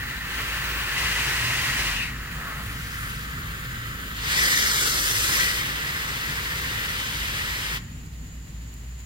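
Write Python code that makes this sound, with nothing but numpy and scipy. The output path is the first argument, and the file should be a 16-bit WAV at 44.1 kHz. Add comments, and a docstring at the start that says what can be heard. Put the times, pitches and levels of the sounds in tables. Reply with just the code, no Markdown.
"""Pressure washer in a garden

A jet is swept over a house: the nozzle hisses, water drums on the siding, then splashes under the
eaves until the trigger is let go. The machine drones far off, insects sing, a few last drops fall.
Two microphone ports a hand apart hear the jet from the right. Water is grainy noise coloured by what
it strikes; the machine is low tones over a rumble; the insects are one narrow band of noise."""
import sys
import numpy as np
from scipy import signal
from scipy.fft import rfft, irfft, next_fast_len
from scipy.io import wavfile
from scipy.ndimage import uniform_filter1d, map_coordinates

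SR = 44100
rng = np.random.default_rng(int(sys.argv[2]) if len(sys.argv) > 2 else 0)


def file_out(sig):
    """Save sig as 16-bit WAV at sys.argv[1]."""
    # one column per channel
    cols = np.atleast_2d(sig).T
    # limit, then scale
    lim = np.clip(cols, -1, 1)
    pcm = np.round(lim * 32767).astype(np.int16)
    wavfile.write(sys.argv[1], SR, pcm)


N = 399310
FRAME_SAMPLES = 512


def amp(db):
    """Decibels to gain."""
    return np.exp(np.asarray(db) * (np.log(10) / 20))


def unit(x):
    """Scale to rms 1."""
    return x / np.sqrt(np.mean(x ** 2) + 1e-20)


def along(points, hz):
    """Interpolate (freq_hz, value) points on a log axis."""
    freq_hz, values = np.transpose(points)
    return np.interp(np.log(hz + 1), np.log(freq_hz + 1), values)


def bumps(rows, hz):
    """Summed Gaussian lifts and dips, one curve per dB column."""
    centre_hz, width_hz, *db = np.transpose(rows)
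    return np.array(db) @ np.exp(-.5 * ((hz - centre_hz[:, None]) / width_hz[:, None]) ** 2)


def curves(rows):
    """One value per sample for each column after the time."""
    time_s, *cols = np.transpose(rows)
    return [np.interp(np.arange(N) / SR, time_s, c) for c in cols]


def held(rows):
    """One gain per sample for each dB column: glide over the swing, then hold."""
    start_s, swing_s, *cols = np.transpose(rows)
    knots_s = np.ravel([start_s, start_s + abs(swing_s)], order="F")[1:]
    return [np.interp(np.arange(N) / SR, knots_s, np.repeat(amp(db / 2), 2)[:-1]) ** 2 for db in cols]


def bell(centre_s, width_s):
    """Gaussian rise and fall."""
    return np.exp(-.5 * ((np.arange(N) / SR - centre_s) / width_s) ** 2)


def wobble(rate_hz, t=None):
    """Smooth random curve, read at each sample or at times t."""
    t = np.arange(N) / SR if t is None else t
    return map_coordinates(rng.standard_normal(int(N * rate_hz / SR) + 4), [t * rate_hz])


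def filtered(x, response):
    """Apply a frequency response."""
    size = next_fast_len(N + 8192)
    return irfft(rfft(x, size) * response(np.fft.rfftfreq(size, 1 / SR)), size)[..., :N]


def stereo_noise(share, colour):
    """Noise of rms 1; share is the power fraction common to both ports."""
    common, *own = rng.standard_normal((3, N))
    return unit(filtered(np.sqrt(share) * common + np.sqrt(1 - share) * np.array(own), colour))


def by_bearing(ahead, right, aside):
    """Blend two spectra over time; aside is 0 ahead, 1 far right."""
    return np.outer(ahead, 1 - aside) + np.outer(right, aside)


# Sound arriving straight, jet ahead or far right: freq_hz, share
DIRECT_AHEAD = [(300, .97), (700, .75), (1500, .85), (2300, .7), (2900, .8), (3500, .45), (4100, .6),
                (5500, .25), (15000, .15)]
DIRECT_RIGHT = [(300, .97), (700, .65), (1900, .82), (2900, .45), (3800, .4), (4800, .68), (7500, .55),
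                (8800, .28), (10300, .7), (11500, .3), (12900, .9), (14300, .3), (15500, .5)]
# Extra lag from bending round the camera body: freq_hz, phase_rad
PHASE_AHEAD = [(700, -.2), (1000, .1), (1700, 0), (2300, -.9), (2700, .35), (3200, .2), (3700, -.6),
               (4200, 0)]
PHASE_RIGHT = [(600, -.3), (1100, 0), (1700, 0), (2500, -1), (3000, -.7), (3400, .2), (3900, -.7),
               (4700, -.5), (5800, .4), (7500, -.8), (8500, 0)]
# Shading by the body: freq_hz, left_minus_right_db
PORT_SHADE = [(700, .3), (2000, -.7), (2750, 3.5), (3400, 1.5), (4500, 1.5), (5400, 5.5), (6800, 4),
              (7500, -4), (8800, -1), (11000, -3.5), (12700, .5), (15300, -2.5)]
def reach_ports(spectra, hz, lag_us, aside, scatter):
    """Direct sound reaches the left port late; scattered sound differs at each port."""
    direct, scattered = spectra[0], spectra[1:]
    share = by_bearing(along(DIRECT_AHEAD, hz), along(DIRECT_RIGHT, hz), aside) ** scatter
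    bend_rad = by_bearing(along(PHASE_AHEAD, hz), along(PHASE_RIGHT, hz), aside)
    lag_rad = 2 * np.pi * np.outer(hz, lag_us) / 1e6 + bend_rad
    straight = np.sqrt(share) * direct * np.exp([-.5j * lag_rad, .5j * lag_rad])
    shade_db = np.outer([.5, -.5], along(PORT_SHADE, hz))
    return (straight + np.sqrt(1 - share) * scattered) * amp(shade_db[..., None])


# Deck echo bands: centre_hz, width_hz, ahead_db, right_db
DECK_BANDS = [(470, 60, 0, 3), (800, 130, 0, -2.5), (1890, 150, 4.5, 4), (2250, 130, -3.5, -2),
              (2620, 170, 1, -3), (2900, 200, 2.5, 2), (3500, 220, -3, 0), (4650, 250, 1.5, 0),
              (4890, 110, 0, 1.5), (5150, 200, -1.5, 0)]
def deck_colour_db(hz, t, aside, sway=.03):
    """Echoes off the deck lift and thin bands that sway in pitch as the jet moves."""
    up = .5 + .5 * np.tanh(wobble(4, t))
    high_db = by_bearing(*bumps(DECK_BANDS, hz / (1 + sway)), aside)
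    low_db = by_bearing(*bumps(DECK_BANDS, hz / (1 - sway)), aside)
    return up * high_db + (1 - up) * low_db


# Left port lag as the lance moves right: time_s, lag_us
JET_LAG = [(0, 122), (.8, 116), (1.1, 98), (2.1, 98), (2.55, 130), (2.95, 205), (3.4, 228), (4.3, 232),
           (7.9, 232)]
def spray(spectrum, scatter, grain_db, sputter_db, patchy_db):
    """Water noise of rms 1: dense drop impacts of uneven size, part direct, part scattered."""
    slugs = amp(sputter_db * wobble(60))  # the jet breaks up
    impacts = rng.standard_normal((3, N)) * amp(grain_db * rng.standard_normal((3, N))) * slugs
    hz, t, spectra = signal.stft(impacts, SR, nperseg=FRAME_SAMPLES)
    lag_us = np.interp(t, *np.transpose(JET_LAG))
    aside = (lag_us - lag_us.min()) / np.ptp(lag_us)
    ports = reach_ports(spectra, hz, lag_us, aside, scatter)
    patches = uniform_filter1d(rng.standard_normal(spectra.shape[1:]), 5, axis=0)
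    patches = unit(uniform_filter1d(patches, 8, axis=1))
    colour_db = along(spectrum, hz)[:, None] + deck_colour_db(hz, t, aside) + patchy_db * patches
    ports = ports * amp(colour_db) * (hz > 220)[:, None]
    return unit(signal.istft(ports, SR, nperseg=FRAME_SAMPLES)[1][:, :N])


# Nozzle spectrum: freq_hz, level_db
NOZZLE_COLOUR = [(350, -7), (680, -11.5), (1000, -5), (1250, 0.5), (1600, 2.5), (1950, -1.5), (2400, -0.5),
                 (2880, -4.5), (4000, -7.5), (5500, -15.5), (7600, -17.5), (10300, -17.5), (13000, -15),
                 (15300, -14)]
def nozzle_hiss():
    """Water leaves the nozzle in a fine-grained hiss."""
    return spray(NOZZLE_COLOUR, scatter=1.5, grain_db=1.56, sputter_db=.72, patchy_db=.9)


# Hollow mode: freq_hz, level_db
RING_COLOUR = [(1300, -30), (1650, -9), (1830, -1), (1980, 0), (2150, -10), (2500, -30)]
def hollow_ring():
    """The struck surface rings in one broad mode near 2 kHz."""
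    return spray(RING_COLOUR, scatter=.34, grain_db=-4.5, sputter_db=2, patchy_db=0)


# Siding spectrum: freq_hz, level_db
SIDING_COLOUR = [(350, -14), (680, -15.5), (1000, -4.5), (1250, -7.5), (1600, -3.5), (1950, 0.6),
                 (2400, 0.5), (2880, -1.5), (4000, -6), (5500, -11), (7600, -14), (10300, -17.5),
                 (13000, -17.5), (15300, -23.5)]
def siding_drum():
    """Drops drum on the siding."""
    return spray(SIDING_COLOUR, scatter=1.23, grain_db=2.5, sputter_db=.68, patchy_db=.6)


# Splash spectrum: freq_hz, level_db
EAVES_COLOUR = [(350, -9.5), (680, -15.5), (1000, -8), (1250, -2.5), (1600, 2), (1950, -1.5), (2400, 3.5),
                (2880, -3.5), (4000, -1.5), (5500, -2.5), (7600, -5), (10300, -10), (13000, -11),
                (15300, -14)]
def eaves_splash():
    """Water splashes under the eaves, coarse and bright."""
    return spray(EAVES_COLOUR, scatter=1, grain_db=4.5, sputter_db=.67, patchy_db=1.75)


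# Swish spectrum: freq_hz, level_db
SWISH_COLOUR = [(900, -30), (1100, -6), (1250, 0), (1500, -2), (1900, -4), (2200, -10), (2700, -30)]
def air_swish():
    """The jet swishes through open air."""
    return spray(SWISH_COLOUR, scatter=.8, grain_db=1.5, sputter_db=1, patchy_db=1)


# Mist spectrum: freq_hz, level_db
MIST_COLOUR = [(3000, -30), (6000, -6), (9000, 2), (12000, 5), (15300, -7)]
def mist_fizz():
    """Fine mist fizzes in the high treble."""
    return spray(MIST_COLOUR, scatter=2.5, grain_db=2, sputter_db=2.5, patchy_db=2.5)


# Lance aims: start_s, swing_s, nozzle_db, siding_db, eaves_db, ring_db, mist_db, swish_db
LANCE_AIMS = [(0, 0, -33.5, -44, -62, -36.5, -65, -70), (.24, 0.15, -29.5, -33.5, -60, -57, -59, -70),
              (.84, 0.17, -31, -26, -35, -49, -60, -70), (1.86, 0.14, -36.5, -30, -61, -44, -64, -70),
              (2.03, 0.11, -37.5, -50, -66, -60, -66, -43), (2.3, 0.0047, -35.5, -61, -64, -62, -53, -51),
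              (2.58, 0.27, -36, -49, -43.5, -55, -53, -46.5), (3.18, 0.19, -36, -56, -62, -55, -53, -39.5),
              (4.12, 0.064, -35, -38, -40, -52.5, -57, -57), (4.2, 0.12, -30, -28, -27.5, -33, -54, -56),
              (4.34, 0.043, -38, -30, -21, -25, -46, -70), (4.64, 0.14, -37, -35, -21.5, -44, -32, -70),
              (4.85, 0.16, -31.5, -40, -23, -42, -32, -70), (5.26, 0.1, -29.5, -26, -24, -27.5, -33, -65),
              (5.42, 0.28, -32, -30.5, -47, -38, -52, -70), (6.9, 0.077, -34.5, -30, -39, -53, -47, -71.5)]
# Quick flicks in open air: centre_s, mist_db, swish_db
LANCE_FLICKS = [(2.48, -62, -37.5), (2.66, -50, -53), (3.03, -48, -40)]
def jet(flick_width_s=.078, release_s=7.771, decay_db_per_s=644):
    """Each aim sets the mix of water sounds; releasing the trigger stops the flow."""
    nozzle, siding, eaves, ring, mist, swish = held(LANCE_AIMS)
    for centre_s, mist_db, swish_db in LANCE_FLICKS:
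        flick = bell(centre_s, flick_width_s)
        mist += amp(mist_db) * flick
        swish += amp(swish_db) * flick
    hiss = nozzle * nozzle_hiss()
    struck = siding * siding_drum() + eaves * eaves_splash() + ring * hollow_ring()
    airborne = mist * mist_fizz() + swish * air_swish()
    flow = amp(-decay_db_per_s * np.clip(np.arange(N) / SR - release_s, 0, None))
    return flow * (hiss + struck + airborne)


# Echoes off walls, rails and boards: delay_ms, level_db
EARLY_ECHOES = [(3.7, -29), (4.6, -14.5), (5.6, -18.5), (6.9, -19.5), (8.4, -13.5), (10.5, -22), (13, -15)]
# Bands shifting as the jet slides along the house: start_s, length_s, from_hz, to_hz, width_hz, gain_db
SLIDING_BANDS = [(1.935, 0.21, 3100, 1850, 260, 7.5), (2.33, .36, 650, 800, 260, 5.5),
                 (2.72, 0.65, 750, 750, 280, -2.5), (3.5, .68, 800, 900, 250, -2.5),
                 (2.9, .22, 2200, 2200, 900, 1), (3.62, 0.51, 2900, 3100, 350, 2.5),
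                 (4.125, .24, 3600, 4200, 900, 3), (4.4, .45, 2480, 2660, 80, -13),
                 (4.72, .58, 2560, 2200, 85, -13), (4.68, .36, 2150, 1400, 100, -7),
                 (4.8, .7, 7200, 7000, 1200, 1), (5.75, 1, 3300, 3300, 600, -1.5),
                 (6.7, 0.19, 1900, 1840, 170, 2.5), (6.75, .7, 2950, 3250, 220, 1.5),
                 (6.95, .28, 1900, 1900, 200, -2), (7.25, .45, 1800, 1950, 130, 1.5)]
def near_reflections(x, wander_us=95, port_gap_us=40, cutoff_hz=1100):
    """Drifting early echoes comb the water sound; broader lifts and dips glide through it."""
    frames = dict(nperseg=4 * FRAME_SAMPLES, noverlap=3 * FRAME_SAMPLES)
    hz, t, spectra = signal.stft(x, SR, **frames)
    hz = hz[:, None]
    delayed = lambda delay_s: np.exp(-2j * np.pi * hz * delay_s)
    low_cut = (hz / np.hypot(hz, cutoff_hz)) ** 2  # rails and boards are too small to return bass
    comb, lift_db = 1, np.zeros(spectra.shape[1:])
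    for delay_ms, level_db in EARLY_ECHOES:
        delay_s = delay_ms / 1000 + wander_us * wobble(1.198, t) / 1e6
        gap_s = port_gap_us * rng.standard_normal((2, 1, 1)) / 1e6
        comb = comb + amp(level_db) * low_cut * delayed(delay_s + gap_s)
    for start_s, length_s, from_hz, to_hz, width_hz, gain_db in SLIDING_BANDS:
        active = (t > start_s) & (t < start_s + length_s)
        progress = (t[active] - start_s) / length_s
        centre_hz = from_hz + (to_hz - from_hz) * progress
        band = np.exp(-.5 * ((hz - centre_hz) / width_hz) ** 2)
        lift_db[:, active] += gain_db * np.sqrt(np.sin(np.pi * progress)) * band
    return signal.istft(spectra * comb * amp(lift_db), SR, **frames)[1][:, :N]


def yard_echo(x, t60_s, cutoff_hz):
    """Walls and trees return a dull, scattered echo."""
    t = np.arange(SR // 2) / SR
    tail = rng.standard_normal((2, len(t))) * amp(-60 * t / t60_s) * (t > .02)
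    echo = signal.fftconvolve(x, tail / np.linalg.norm(tail[0]), axes=1)[:, :N]
    return filtered(echo, lambda hz: 1 / (1 + 1j * hz / cutoff_hz) ** 2)


def hum(pitch_hz, level_db, drift_hz, shake_db):
    """Unsteady sine, alike at both ports."""
    phase = 2 * np.pi * np.cumsum(pitch_hz + drift_hz * wobble(9)) / SR
    return np.sqrt(2) * amp(level_db + shake_db * wobble(13)) * np.sin(phase)


# Machine under load: time_s, shaft_hz, rumble_db, shaft_db
MACHINE_RUN = [(0.0, 51.3, -39.5, -42), (0.4, 55.0, -39.5, -42), (1.01, 52.5, -39.5, -41),
               (1.35, 56, -38, -40), (1.69, 58.3, -37, -42), (1.94, 50.4, -35.5, -39),
               (2.14, 54.6, -37.5, -41), (4.06, 54.0, -38, -43), (4.31, 59.9, -38, -41.5),
               (4.99, 52.9, -39, -39), (5.8, 56, -39, -42.5), (6.73, 57.3, -38, -42.5),
               (6.98, 53.4, -38.5, -41.5), (7.96, 53.9, -38.5, -40), (8.09, 58.7, -39.5, -39),
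               (8.7, 57.76, -42, -38.5), (9.05, 56.9, -44, -42.5)]
# Rumble spectrum: freq_hz, level_db
RUMBLE_COLOUR = [(8, -18), (25, -11), (45, -4), (65, 0), (95, -2), (118, -1.5), (155, -2.5), (195, -10.5),
                 (245, -10.5), (285, -16), (330, -24), (480, -30), (700, -80)]
# Second hum: centre_s, width_s, pitch_hz, level_db
HUM_SWELLS = [(1.22, .1, 136, -41.5), (1.45, 0.09, 118, -37.5), (1.7, .1, 136, -41.5),
              (3.1, 0.13, 118, -43), (3.86, 0.15, 113, -39), (4.27, 0.06, 104, -40), (5.17, .07, 108, -41)]
def machine():
    """The shaft hum wavers with the load over a broad rumble; a second hum swells now and then."""
    shaft_hz, rumble_db, shaft_db = curves(MACHINE_RUN)
    rumble_gain = amp(rumble_db + .63 * wobble(12))
    rumble = rumble_gain * stereo_noise(.97, lambda hz: amp(along(RUMBLE_COLOUR, hz)))
    shaft = hum(shaft_hz, shaft_db, drift_hz=2.2, shake_db=2)
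    swell_gain = sum(amp(db) * bell(centre_s, width_s) for centre_s, width_s, _, db in HUM_SWELLS)
    swell_hz = curves(HUM_SWELLS)[1]
    return shaft + swell_gain * hum(swell_hz, 0, drift_hz=2.13, shake_db=1.5) + rumble


# Chorus spectrum: freq_hz, level_db
INSECT_COLOUR = [(6200, -30), (6500, -10), (6750, -3), (6950, 0), (7200, -3), (7500, -11), (8000, -19),
                 (8600, -30)]
# Chorus swell: time_s, level_db
INSECT_SWELL = [(0, -57), (2.9, -56), (3.6, -53), (7.8, -54.5), (9.05, -54)]
def insects():
    """A chorus trills in one band near 7 kHz."""
    chorus = stereo_noise(.05, lambda hz: amp(along(INSECT_COLOUR, hz)) * (abs(hz - 7400) < 1200))
    trill_db = .7 * wobble(14) + 1.5 * wobble(50)
    return amp(curves(INSECT_SWELL)[0] + trill_db) * chorus


# Leaf and air spectrum: freq_hz, level_db
AIR_COLOUR = [(300, 4.5), (500, 0), (700, 0), (1100, 1), (1600, 0.5), (2400, 3), (3200, -1.5), (4200, -3),
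              (5200, -5.5), (6200, -6), (8500, -10), (10300, -9), (12500, -8), (15300, -11)]
def garden_air(level_db=-50):
    """Far leaves and air rustle, coloured by the deck."""
    colour_db = lambda hz: along(AIR_COLOUR, hz) + .8 * bumps(DECK_BANDS, hz).mean(0)
    air = stereo_noise(.27, lambda hz: amp(colour_db(hz)) * (hz > 220))
    air[0] = np.roll(air[0], shift=11)  # from the right: the left port lags
    rustle_db = .25 * wobble(6) + .7 * wobble(45)
    return amp(level_db + rustle_db) * air


# Late drops: start_s, level_db
LAST_DROPS = [(8.0594, -39), (8.2664, -43), (8.7393, -36.5)]
def last_drops(attack_s=.001, t60_s=.021, low_cut_hz=3500):
    """Each drop lands as a short bright tick, nearer the right port."""
    ticks = np.zeros((2, N + SR))
    t = np.arange(SR // 40) / SR
    envelope = amp(-60 * t / t60_s) * (1 - np.exp(-t / attack_s))
    pan = amp([[-2.5], [1.5]])
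    for start_s, level_db in LAST_DROPS:
        start = round(start_s * SR)
        ticks[:, start:start + len(t)] += amp(level_db) * pan * envelope * rng.standard_normal((2, len(t)))
    return filtered(ticks[:, :N], lambda hz: 1j * hz / (low_cut_hz + 1j * hz))


def scene():
    """All sources at the two ports."""
    water = amp(-.82) * near_reflections(jet())
    echo = amp(-15.5) * yard_echo(water, t60_s=.99, cutoff_hz=5000)
    return water + echo + machine() + insects() + garden_air() + last_drops()


# Microphone treble ripple: centre_hz, width_hz, gain_db
MIC_RIPPLE = [(10300, 300, -1.5), (12800, 600, -1.5), (15300, 700, 3)]
BAND_LIMIT_HZ = 15830
def record(dry):
    """The microphones colour the treble; nothing passes above the band limit."""
    return filtered(dry, lambda hz: amp(bumps(MIC_RIPPLE, hz)[0]) * (hz < BAND_LIMIT_HZ))


dry = scene()
out = record(dry)
file_out(out)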